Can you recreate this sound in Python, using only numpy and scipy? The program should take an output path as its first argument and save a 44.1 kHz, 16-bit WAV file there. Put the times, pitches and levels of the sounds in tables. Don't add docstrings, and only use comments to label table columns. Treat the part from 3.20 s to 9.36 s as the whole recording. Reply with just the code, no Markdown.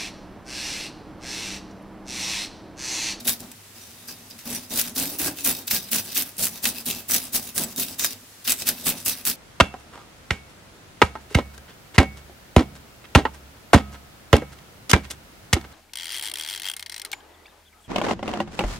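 import sys
import numpy as np
from scipy import signal
from scipy.fft import rfft, irfft, next_fast_len
from scipy.io import wavfile
from scipy.ndimage import uniform_filter1d, map_coordinates

SR = 44100
rng = np.random.default_rng(int(sys.argv[2]) if len(sys.argv) > 2 else 0)


def wav_record(signal):
    frames = np.transpose(np.atleast_2d(signal))
    bounded = np.clip(frames, -1, 1)
    quanta = np.round(bounded * 32767).astype(np.int16)
    wavfile.write(sys.argv[1], SR, quanta)


def boost(x):
    u = np.asarray(x, float) / 20
    return 10 ** u


N = 271654


def unit(x):
    return x / np.sqrt(np.mean(x ** 2) + 1e-20)


def along(points, hz):
    f, v = np.transpose(points)
    return np.interp(np.log(hz + 1), np.log(f + 1), v)


def filtered(x, response):
    m = next_fast_len(N + SR // 2)
    spectrum = rfft(x, m) * response(np.fft.rfftfreq(m, 1 / SR))
    return irfft(spectrum, m)[..., :N]


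def wobble(rate):
    knots = rng.standard_normal(int(N * rate / SR) + 4)
    return map_coordinates(knots, [np.arange(N) * rate / SR])


def spread(pair, alike):
    def turn(hz):
        return np.arccos(np.clip(along(alike, hz), -1, 1)) / 2
    mid, side = filtered(pair, lambda hz: np.array([np.cos(turn(hz)), np.sin(turn(hz))]))
    return np.array([mid + side, mid - side])


# (start [s], length [s], scrape level [dB], swell along the stroke [dB], counter level [dB], counter pitch [Hz])
CUTTING_STROKES = [(0.075, 0.073, -18, -21.5, -46, 240), (1.252, 0.11, -37, 5.5, -38.5, 240),
                   (1.502, 0.093, -37, 15.5, -36, 240), (1.756, 0.079, -27.5, 2, -34, 275),
                   (1.99, 0.085, -26, 2, -33.5, 285), (2.244, 0.065, -21, -3, -34, 256),
                   (2.507, 0.05, -24, 0, -35, 200), (2.717, 0.074, -22, -4, -37, 225),
                   (2.955, 0.049, -22.5, -4, -38.5, 270), (3.184, 0.064, -28.5, 7, -36.5, 212),
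                   (3.431, 0.049, -27, 3.5, -34, 237), (3.658, 0.049, -29, 2.5, -35, 240),
                   (3.89, 0.077, -24, 0, -36, 258), (4.13, 0.026, -30, 10.5, -34.5, 242),
                   (4.354, 0.07, -28.5, 1, -33.5, 236), (4.571, 0.051, -27.5, 3.5, -36.5, 250),
                   (4.791, 0.066, -26, -2, -41.5, 242), (5.272, 0.036, -25.5, 2.5, -40, 240),
                   (5.459, 0.028, -28, 6.5, -36, 245), (5.655, 0.04, -24.5, 0, -33, 250),
                   (5.856, 0.057, -23, -3.5, -40, 245), (6.06, 0.047, -22.5, -5, -41.5, 256)]
# (start [s], length [s], relative scrape level [dB])
RETURN_DRAGS = [(1.407, 0.03, -44.5), (1.642, 0.037, -35.5), (1.859, 0.082, -35), (2.181, 0.029, -36.5),
                (2.336, 0.058, -37.5), (2.62, 0.072, -43), (2.85, 0.087, -40), (3.056, 0.029, -42),
                (3.304, 0.071, -40), (3.545, .06, -39.5), (3.751, 0.047, -38), (4.007, 0.063, -38.5),
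                (4.222, 0.068, -39), (4.462, 0.058, -41.5), (4.675, 0.05, -37.5), (4.894, 0.03, -38.5),
                (5.398, 0.019, -33), (5.568, 0.14, -41.5), (5.764, 0.044, -40), (5.978, 0.018, -40.5)]
# (start [s], length [s], relative scrape level [dB], counter level [dB])
LIGHT_TOUCHES = [(.001, 0.0086, -37.5, -45.5), (.048, 0.026, -31.5, -38.5), (0.193, 0.061, -43.5, -42),
                 (0.545, 0.62, -50, -56.5), (0.878, 0.054, -33, -49.5), (1.101, 0.016, -42, -49),
                 (1.183, 0.052, -41.5, -63), (2.473, 0.026, -27.5, -56), (5.245, 0.026, -30, -64)]
# (time [s], level [dB])
TREBLE_DRIFT = [(0, -8), (1.3, -7.5), (2.5, -1.5), (3.4, -6.5), (4.2, -1), (5.4, -14), (6.1, -2)]


def stroke_levels():
    stroke_bite, return_bite, touch_bite, scrape_fade = 1889, 400, 4000, 426
    drum_rise, drum_fade = 796, 150
    return_swell_db, touch_swell_db = 0, -13.5
    return_drum_db = -8
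    treble_growth = 0.26
    dig_in_s = 0.0064
    drum_lag_s = 0.015

    contacts = [(*row[:-1], stroke_bite) for row in CUTTING_STROKES]
    contacts += [(start, length, db, return_swell_db, db + return_drum_db, return_bite)
                 for start, length, db in RETURN_DRAGS]
    contacts += [(start, length, db, touch_swell_db, drum_db, touch_bite)
                 for start, length, db, drum_db in LIGHT_TOUCHES]
    t = np.arange(N) / SR
    power = np.zeros((3, N))
    for start, length, db, swell_db, counter_db, bite in contacts:
        early = np.maximum(start - t, 0)
        late = np.maximum(t - start - length, 0)
        held = db + swell_db * np.clip((t - start) / length, 0, 1)
        sweep = held - bite * early - scrape_fade * late
        drum_early = np.maximum(start + drum_lag_s - t, 0)
        drum = counter_db - drum_rise * drum_early - drum_fade * late
        treble_db = np.interp(start, *np.transpose(TREBLE_DRIFT)) + treble_growth * (held + 30)
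        body = np.interp(t - dig_in_s, t, sweep) - treble_db / 2
        levels = np.array([body, sweep + treble_db / 2, drum])
        nearby = (early < .1) & (late < .2)
        power[:, nearby] += boost(levels[:, nearby]) ** 2
    return np.sqrt(power)


# (frequency [Hz], relative level [dB])
SCALE_COLOUR = [(1000, -10), (2000, -3), (4900, 5), (7200, 4.5), (15000, 10)]


def scrape(dull, bright):
    rub = snags() * boost(0.26 * wobble(300)) * rng.standard_normal((2, N))
    pressure = boost(wobble(45)) * (dull * bright / boost(-50)) ** .2
    ticks = pressure * crackle(count=5000, scatter_db=1.5, turns=0.63)
    edge = filtered(rub + boost(4.0) * ticks, lambda hz: boost(along(SCALE_COLOUR, hz)))
    low = filtered(edge, lambda hz: 1 / (1 + (hz / 6500) ** 2))
    high = edge - low
    return boost(-3.5) * patchy(dull * low + bright * high, depth_db=2)


def snags():
    per_second, fade_s, size = 300, .001, 1.2
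    hits = (rng.random(N) < per_second / SR) * np.minimum(rng.exponential(size=N), 2)
    return unit(1 + size * signal.lfilter([1], [1, -np.exp(-1 / (fade_s * SR))], hits))


def crackle(count, scatter_db, turns):
    start = rng.integers(0, N, (count, 1))
    hz = np.clip(6500 * np.exp(0.93 * rng.standard_normal((count, 1))), 1200, 16000)
    size = boost(scatter_db * np.minimum(rng.exponential(size=(count, 1)), 4))
    lag = np.arange(64)
    cycles = hz * lag / SR
    places = (start + lag).ravel()
    channels = []
    for _ in range(2):
        phase = 2 * np.pi * (cycles + rng.random((count, 1)))
        tick = size * np.exp(-cycles / turns) * np.sin(phase)
        channels.append(np.bincount(places, tick.ravel(), N + len(lag))[:N])
    return np.array(channels)


def patchy(x, depth_db):
    z = signal.stft(x, nperseg=128)[2]
    field = uniform_filter1d(rng.standard_normal(z.shape[1:]), size=6, axis=0)
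    field = uniform_filter1d(field, size=50, axis=1)
    return signal.istft(z * boost(depth_db * unit(field)), nperseg=128)[1][:, :N]


# (time [s], bright part level [dB], dull part over bright part [dB])
TORN_SCALES = [(0.0767, -2, -3), (.0954, -8.5, 6), (.205, -19.5, -2), (.3165, -22, 0), (1.3494, -13, -5),
               (1.5646, -16, 1), (1.6137, -2, -5), (1.682, -20, -10), (1.7814, -4, -10), (1.7988, -5, -7),
               (2.187, -20.5, 10), (2.248, -5, -9), (2.2624, -3, 2), (2.295, -5, -3), (2.5103, -6.5, 7.5),
               (2.5304, -12, -11), (2.7584, -7, -3), (2.976, 0, -16), (3.0225, -5.5, -5), (3.1677, -24, -3),
               (3.2691, -7, 3), (3.4551, -5, 12.5), (3.911, -4, -10), (3.9487, -5, 6), (4.1602, -7, -9),
               (4.3793, -0.5, 0), (4.4372, -7.5, -2), (4.562, -14, -20), (4.5984, -6, -14), (4.7954, -6, 0),
               (4.8168, -18, 1), (4.846, 3.5, 0), (5.2794, -10, 8), (5.2957, -2, -1), (5.304, -1, -10),
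               (5.321, 2, -1.5), (5.4704, -5.5, -3), (5.4787, -3.5, -1), (5.489, 5, -4), (5.6678, -8, 6),
               (5.8512, -21, -12), (5.867, -9, 3), (6.0526, -5, -5), (6.0592, -17, -11), (6.0734, -3, -7),
               (6.0994, -2.5, -1.5)]


def snaps():
    crack_hz = 9000
    halves = np.zeros((2, 2, N + SR))
    t = np.arange(SR // 30) / SR
    shape = boost(-60 * t / .001) + .4 * boost(-60 * t / .045)
    for start, db, dull_db in TORN_SCALES:
        burst = .5 * shape * rng.standard_normal((2, len(t)))
        burst[0, :6] = 1.4 * np.sin(2 * np.pi * crack_hz * t[:6])
        levels = boost([[[db + dull_db]], [[db]]])
        halves[:, :, round(start * SR):][..., :len(t)] += burst * levels
    dull, bright = halves[..., :N]

    def low(hz):
        return 1j * hz * 2600 / (2600 ** 2 - hz * hz + 1j * hz * 4000)

    def high(hz):
        return (1j * hz / (3500 + 1j * hz)) ** 2
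    return filtered(dull, low) + filtered(bright, high)


# (frequency [Hz], width [Hz], relative level [dB])
BLADE_MODES = [(1600, 80, -5), (2620, 100, -1), (3720, 80, 0), (4970, 90, -2), (5880, 70, 1), (7990, 60, 1),
               (10460, 70, -1)]


def blade(force):
    ring = 0
    for hz, width, db in BLADE_MODES:
        struck = boost(9 * np.tanh(1.5 * wobble(20) - 1))
        ring = ring + boost(db) * signal.lfilter(*signal.iirpeak(hz, hz / width, SR), struck * force)
    return ring


# (frequency [Hz], likeness [0-1])
NEAR_LIKENESS = [(40, 0.93), (200, 1), (2000, 0.77), (7000, 0.19), (15000, 0.39)]


def close_up(pair):
    return spread(pair, NEAR_LIKENESS)


# (frequency [Hz], width [Hz], relative level [dB])
COUNTER_MODES = [(73, 43, -12), (175, 40, -8), (355, 50, -9), (650, 400, -13)]


def modes(table):
    def response(f):
        return sum((-1) ** k * boost(db) * 1j * f * width / (hz * hz - f * f + 1j * f * width)
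                   for k, (hz, width, db) in enumerate(table))
    return response


def counter(gain):
    main_width_hz, main_db = 24, 3
    bumps = boost(1.5 * wobble(25))
    fixed = unit(filtered(bumps * rng.standard_normal((2, N)), modes(COUNTER_MODES)))
    start, pitch = np.transpose(CUTTING_STROKES)[[0, -1]]
    latest = np.maximum(np.searchsorted(start, np.arange(N) / SR) - 1, 0)
    phase = 2 * np.pi * np.cumsum(pitch[latest]) / SR
    pole = np.exp(-np.pi * main_width_hz / SR)
    swing = signal.lfilter([1], [1, -pole], bumps * rng.standard_normal((2, 2, N)))
    main = unit(swing[0] * np.cos(phase) + swing[1] * np.sin(phase))
    return gain * unit(close_up(fixed + boost(main_db) * main))


# (frequency [Hz], time to fall 60 dB [s])
WALL_DECAY = [(200, 0.22), (12000, 0.096)]


def walls(x):
    hz, t, z = signal.stft(rng.standard_normal((2, SR // 4)), SR, nperseg=256)
    decay = boost(-60 * t / along(WALL_DECAY, hz)[:, None])
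    tail = signal.istft(z * decay, SR, nperseg=256)[1]
    delayed = np.pad(x, ((0, 0), (90, 0)))
    return signal.fftconvolve(delayed, tail / np.linalg.norm(tail[0]), axes=1)[:, :N]


# (frequency [Hz], relative level [dB])
KITCHEN_COLOUR = [(25, -26), (102, -10.5), (600, -18), (8800, -20), (14000, -22.5), (16000, -22.5)]
# (frequency [Hz], likeness [0-1])
FAR_LIKENESS = [(100, 0.94), (500, 0.61), (5000, 0.06)]


def kitchen():
    noise = filtered(rng.standard_normal((2, N)), lambda hz: boost(along(KITCHEN_COLOUR, hz)))
    air = unit(spread(noise, FAR_LIKENESS))
    hum = boost(-58.0 + 2.8 * wobble(18)) * np.sin(2 * np.pi * 100.2 * np.arange(N) / SR)
    return boost(-47.0) * air + hum


def scene():
    dull, bright, drum = stroke_levels()
    contact = scrape(dull, bright) + snaps()
    damping = 1 + (dull * bright / boost(-62)) ** .3
    ring = boost(6.5) * blade(contact / damping)
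    knife = close_up(contact + ring)
    echo = boost(-12) * walls(knife)
    return knife + echo + counter(drum) + kitchen()


def band_limit(x):
    return signal.sosfilt(signal.butter(12, 16700, fs=SR, output="sos"), x)


def record(dry):
    top_hz = 15800
    x = dry / (1 + np.abs(dry / .95) ** 6) ** (1 / 6)
    x = filtered(x, lambda hz: 1 / (1 + (hz / top_hz) ** 120))
    return band_limit(x)


dry = scene()
out = record(dry)
wav_record(out)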